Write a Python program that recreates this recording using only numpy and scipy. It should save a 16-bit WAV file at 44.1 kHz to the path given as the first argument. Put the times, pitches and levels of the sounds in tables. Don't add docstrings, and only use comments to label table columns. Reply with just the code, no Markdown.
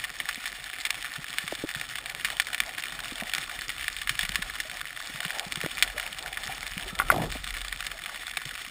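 import sys
import numpy as np
from scipy import signal
from scipy.fft import rfft, irfft, next_fast_len
from scipy.io import wavfile
from scipy.ndimage import uniform_filter1d, map_coordinates

SR = 44100
rng = np.random.default_rng(int(sys.argv[2]) if len(sys.argv) > 2 else 0)


def transcribe(u):
    v = np.clip(np.atleast_2d(u).T, -1, 1)
    q = np.round(v * 32767).astype(np.int16)
    wavfile.write(sys.argv[1], SR, q)


def decibels_to_gain(level_db):
    exponent = np.asarray(level_db, float) / 20
    return 10 ** exponent


N = 383669


def along(points, hz):
    f, v = np.transpose(points)
    return np.interp(np.log(hz + 1), np.log(f + 1), v)


def curves(rows):
    s, *cols = np.transpose(rows)
    return [np.interp(np.arange(N) / SR, s, c) for c in cols]


def unit(x):
    return x / np.sqrt(np.mean(x ** 2) + 1e-20)


def wobble(rate):
    knots = rng.standard_normal(int(N * rate / SR) + 4)
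    return map_coordinates(knots, [np.arange(N) * rate / SR])


def coloured(response):
    size = next_fast_len(N)
    spectrum = rfft(rng.standard_normal(size)) * response(np.fft.rfftfreq(size, 1 / SR))
    return unit(irfft(spectrum, size)[:N])


def resonance(f, hz, width_hz):
    return 1j * f * width_hz / (hz ** 2 - f ** 2 + 1j * f * width_hz)


def tight(response):
    cepstrum = irfft(np.log(np.abs(response) + 1e-3))
    half = cepstrum.shape[1] // 2
    fold = np.r_[1, np.full(half - 1, 2), 1, np.zeros(half - 1)]
    return np.exp(rfft(cepstrum * fold))


def laid(s, grains):
    at = np.round(s * SR).astype(int)[:, None] + np.arange(grains.shape[1])
    return np.bincount(at.ravel(), grains.ravel(), N + grains.shape[1])[:N]


# [f/Hz, width/Hz, level/dB]
HOUSING_MODES = [(730.4, 92, -8), (1161, 136, -6), (1449, 89, -3), (1750, 176, 3), (2054, 517, 0),
                 (2380, 232, 2), (2905, 350, -3.5), (3540, 254, 0), (4280, 660, -8), (5586, 495, -6)]


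def housing(f):
    modes = sum((-1) ** k * decibels_to_gain(db) * resonance(f, hz, width)
                for k, (hz, width, db) in enumerate(HOUSING_MODES))
    return modes / (1 + (f / 5800) ** 30)


def snaps(s, db, hz, focus, echo_db, echo_t60, size=1024):
    t, f = np.arange(size) / SR, np.fft.rfftfreq(size, 1 / SR)
    chance = rng.standard_normal((len(s), size + 2))
    life = echo_t60 * np.exp(0.3 * chance[:, -1:])
    tail = decibels_to_gain(echo_db + 3 * chance[:, -2:-1] - 60 * t / life)
    blow = tail * chance[:, :size] ** 3 / np.sqrt(15)
    blow[:, 0] = 1
    colour = decibels_to_gain(-8) + resonance(f, hz[:, None], hz[:, None] / focus)
    grains = irfft(rfft(blow) * tight(colour * housing(f)), size)
    return laid(s, decibels_to_gain(db)[:, None] * grains / np.abs(grains).max(1, keepdims=True))


# [t/s, peak level/dB, colour f/Hz]
NEAR_SNAPS = [(0.0404, -17.5, 2220), (0.2013, -13.5, 1720), (0.2892, -12, 1980), (0.4567, -16.5, 2210),
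              (0.4651, -19.5, 2300), (0.7855, -21, 2140), (0.8515, -13.5, 2410), (0.8656, -17, 2310),
              (0.9053, -7.5, 3700), (1.0257, -18.5, 3480), (1.06, -20, 3020), (1.1604, -24, 1700),
              (1.3843, -7, 2300), (1.4785, -15, 1770), (1.5543, -21, 2430), (1.6904, -16.5, 1650),
              (1.7556, -18.5, 1900), (1.8127, -17.5, 1810), (1.9559, -16.5, 2010), (1.9846, -17, 1800),
              (2.0589, -16.5, 1870), (2.0974, -19, 2850), (2.149, -15.5, 2370), (2.2472, -9, 2100),
              (2.2534, -14, 2290), (2.3022, -17.5, 1860), (2.3991, -3, 2290), (2.4694, -17, 2430),
              (2.5308, -18, 1700), (2.5462, -9.5, 1720), (2.5804, -18, 2200), (2.603, -3.5, 2500),
              (2.6923, -20.5, 1920), (2.749, -22.5, 2220), (2.7816, -16, 1770), (2.8376, -16, 2730),
              (2.8556, -20, 2220), (3.21, -20, 1800), (3.3361, -10.5, 2240), (3.3497, -9, 3600),
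              (3.3816, -15, 1830), (3.59, -21, 1750), (3.6931, -14.5, 2320), (3.7017, -17.5, 1770),
              (3.8437, -18, 2140), (3.8811, -10.5, 1650), (3.9659, -17, 3530), (4.0155, -17, 2030),
              (4.074, -12.5, 1750), (4.0941, -6, 2090), (4.1917, -10, 2450), (4.2098, -16.5, 3470),
              (4.2307, -15, 1710), (4.2517, -17, 2370), (4.2925, -11.5, 3410), (4.3474, -17, 1820),
              (4.3567, -6, 2610), (4.423, -14.5, 2120), (4.6018, -13, 3750), (4.7147, -19.5, 1970),
              (4.814, -15.5, 1850), (5.2046, -13, 2060), (5.2497, -15, 1750), (5.3958, -9.5, 3520),
              (5.5225, -11, 2110), (5.5571, -16.5, 1730), (5.6136, -14.5, 1770), (5.6617, -14.5, 2050),
              (5.7813, -16, 1800), (5.8249, 2, 3320), (5.877, -18.5, 1990), (5.9803, -17.5, 1400),
              (5.9984, -13, 1840), (6.127, -27, 2460), (6.3295, -21.5, 1930), (6.3724, -17.5, 1340),
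              (6.4342, -23.5, 1980), (6.6665, -17, 2510), (6.7191, -23, 1880), (6.7785, -16, 1860),
              (6.99, -13, 1440), (7.117, -15.5, 1770), (7.323, -18.5, 1820), (7.443, -16.5, 3490),
              (7.5062, -20, 1990), (7.5403, -21, 1850), (7.5679, -19.5, 1830), (7.615, -21, 2380),
              (7.7265, -16, 2160), (7.8057, -17, 1790), (7.8678, -14.5, 2180), (8.0601, -16.5, 1900),
              (8.3708, -13, 1920), (8.4542, -21, 3390)]
# [t/s, level/dB]
FAR_REEF = [(0.0, -40), (1.5, -39.5), (2.7, -40.5), (3.2, -39.5), (4.3, -40), (5.0, -41), (5.8, -39),
            (7.2, -40), (8.7, -41)]


def shrimp():
    s, db, hz = np.transpose(NEAR_SNAPS)
    near = snaps(s, db, hz, focus=0.77, echo_db=-21 - 0.2 * db[:, None], echo_t60=0.025)
    u = rng.random((2300, 3))
    far_db = np.minimum(-5.5 * np.log(u[:, 1]), 17)
    far_hz = 1100 * 4.82 ** u[:, 2]
    far = snaps(u[:, 0] * N / SR, far_db, far_hz, focus=4.3, echo_db=-18.5, echo_t60=0.014)
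    hiss = coloured(housing) * decibels_to_gain(3.42 * wobble(40))
    return near + decibels_to_gain(curves(FAR_REEF)[0]) * (decibels_to_gain(-1.0) * unit(far) + decibels_to_gain(-5.5) * hiss)


def bubbles(s, db, hz, t60, rise, noisy):
    t = np.arange(SR // 8) / SR
    age = t / t60[:, None]
    turns = hz[:, None] * t * (1 + rise * age)
    shape = decibels_to_gain(-60 * age) * (1 - np.exp(-(turns / 0.51) ** 2))
    rough = 1 + noisy * unit(uniform_filter1d(rng.standard_normal(age.shape), size=60, axis=1))
    grains = shape * rough * np.sin(2 * np.pi * turns)
    start = np.maximum(s - 0.75 / hz, 0)
    return laid(start, decibels_to_gain(db)[:, None] * grains / np.abs(grains).max(1, keepdims=True))


# [t/s, peak level/dB, starting f/Hz]
GLUGS = [(0.378, -37, 224), (1.186, -34, 141), (1.443, -34.5, 163), (1.525, -20.5, 575),
         (1.527, -28.5, 296), (1.638, -28, 494), (1.64, -22, 290), (1.647, -24.5, 330), (1.766, -33, 134),
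         (3.123, -29.5, 263), (3.224, -26, 660), (3.224, -30, 202), (3.385, -37.5, 152),
         (4.109, -36.5, 130), (4.236, -35.5, 166), (4.296, -34, 170), (4.394, -32, 163), (5.1, -39, 257),
         (5.149, -38, 143), (5.258, -33.5, 158), (5.468, -33, 168), (5.576, -31, 152), (5.639, -25.5, 453),
         (5.645, -27, 150), (5.66, -27, 300), (5.663, -23.5, 580), (5.372, -31.5, 610), (6.49, -37, 124),
         (6.772, -29, 170), (6.931, -33, 175), (7.284, -35, 149), (7.353, -31, 660), (7.361, -30, 600),
         (7.357, -33, 245), (8.462, -36.5, 132)]
# [t/s, peak level/dB, starting f/Hz]
RINGING_BUBBLES = [(4.652, -41, 620), (5.946, -43, 470), (5.965, -35.5, 593), (5.985, -40, 740),
                   (6.27, -41, 782), (6.32, -37.5, 754), (6.495, -31.5, 764), (6.862, -38, 372),
                   (7.95, -43, 634)]
# [t/s, level/dB]
KNOCKS = [(7.000, -10.5), (7.019, -22), (7.102, -5.5)]
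# [starting f/Hz, level against the knock/dB, t60/s]
KNOCK_MODES = [(770, -24, 0.11), (1130, -9, 0.055), (1400, 0.6, 0.022), (2030, -8.5, 0.019),
               (2540, -14, 0.008)]


def thumps():
    s, db, hz = np.transpose(GLUGS)
    glugs = bubbles(s, db, hz, 8.5 / hz, rise=0.1, noisy=0.34)
    s, db, hz = np.transpose(RINGING_BUBBLES)
    ringing = bubbles(s, db, hz, np.full(len(s), 0.12), rise=0.08, noisy=0.15)
    modes = [(s, db + level, hz, t60) for s, db in KNOCKS for hz, level, t60 in KNOCK_MODES]
    return glugs + ringing + bubbles(*np.transpose(modes), rise=0.05, noisy=0.25)


def gurgle():
    level_db, rise_s, hold_s, fall_db_per_s = -28, 0.012, 0.13, 150
    u = rng.random((90, 3))
    start = KNOCKS[-1][0]
    hz = 110 * 11 ** u[:, 1] ** 1.335
    string = bubbles(start + 0.23 * u[:, 0], -9 * u[:, 2], hz, 14 / hz, rise=0.24, noisy=0.41)
    age = np.arange(N) / SR - start
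    fade_db = fall_db_per_s * np.maximum(age - hold_s, 0)
    swell = decibels_to_gain(level_db - fade_db) * np.clip(age / rise_s, 0, 1)
    after_s, gap_s, jitter_s = 0.022, 0.019, 0.00118
    first_db, loss_db, cycles = -17.5, 1.1, 33
    k, chance = np.arange(7), rng.standard_normal((7, 2))
    hz = 705 * (1 + 0.071 * chance[:, 0])
    s = start + after_s + gap_s * k + jitter_s * chance[:, 1]
    vent = bubbles(s, first_db - loss_db * k, hz, cycles / hz, rise=0.078, noisy=0.59)
    return swell * string + vent


# [t/s, sway level/dB, wash level/dB, singing level/dB]
FLOW = [(0.0, -56, -56, -60), (0.41, -60, -60, -61.5), (3.37, -57.5, -54.5, -56), (4.04, -49, -56.5, -69),
        (4.45, -44, -57, -59), (4.55, -55, -56.5, -66), (5.21, -60.5, -60, -52.5),
        (5.91, -53.5, -55.5, -53.5), (6.78, -51, -54.5, -53), (7.1, -39.5, -46, -52), (7.2, -51, -51, -56),
        (7.29, -34, -52, -63), (7.49, -43.5, -57, -62.5), (8.14, -60, -59.5, -57), (8.58, -54, -57.5, -70),
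        (8.7, -63, -57, -66)]
# [f/Hz, level/dB per Hz]
WASH_SPECTRUM = [(50, -28), (90, -5), (145, -3), (200, -9.5), (263, -4.5), (400, -12), (550, -8),
                 (900, -40), (1300, 3), (2500, -80)]
# [f/Hz, level/dB per Hz]
SWAY_SPECTRUM = [(15, -40), (28, -7.5), (44, -2.5), (60, -13.5), (90, -19), (200, -49.5)]


def water():
    sway_db, wash_db, sing_db = curves(FLOW)
    lumps = decibels_to_gain(3 * wobble(25))
    sway = decibels_to_gain(sway_db + 0.75 * wobble(8)) * coloured(lambda f: decibels_to_gain(along(SWAY_SPECTRUM, f)))
    wash = lumps * coloured(lambda f: decibels_to_gain(along(WASH_SPECTRUM, f)))
    u = rng.random((300, 3))
    hz = 110 * 5 ** u[:, 1] ** 1.35
    glugs = bubbles(u[:, 0] * N / SR, 6 * u[:, 2], hz, 11 / hz, rise=0.23, noisy=0.28)
    hz, width, _ = HOUSING_MODES[0]
    flicker_db = 4.5 * wobble(15)
    sing = decibels_to_gain(sing_db + flicker_db) * coloured(lambda f: resonance(f, hz, 1.87 * width))
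    return sway + sing + decibels_to_gain(wash_db) * (wash + decibels_to_gain(-5) * unit(glugs))


def scene():
    return (shrimp() + thumps() + gurgle() + water())[None]


# [f/Hz, level/dB]
TREBLE_EDGE = [(15050, 0.5), (15300, -14), (15500, -14), (16500, -31)]


def sample_and_hold(x):
    hold_hz = 12000
    slow = signal.resample_poly(x, hold_hz, SR, axis=1)
    held = np.repeat(slow, 4, axis=1)
    return signal.resample_poly(held, SR, 4 * hold_hz, axis=1)[:, :N]


def saturate(x):
    return x / (1 + np.abs(x / 0.9) ** 6) ** (1 / 6)


def treble_edge(x):
    size = next_fast_len(N)
    gain = decibels_to_gain(along(TREBLE_EDGE, np.fft.rfftfreq(size, 1 / SR)))
    return irfft(rfft(x, size) * gain, size)[:, :N]


def top_cut(x):
    return signal.sosfilt(signal.butter(12, 16500, fs=SR, output="sos"), x)


def record(dry):
    mirrored = sample_and_hold(dry)
    mix = treble_edge(saturate(mirrored))
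    return top_cut(mix)


dry = scene()
out = record(dry)
transcribe(out)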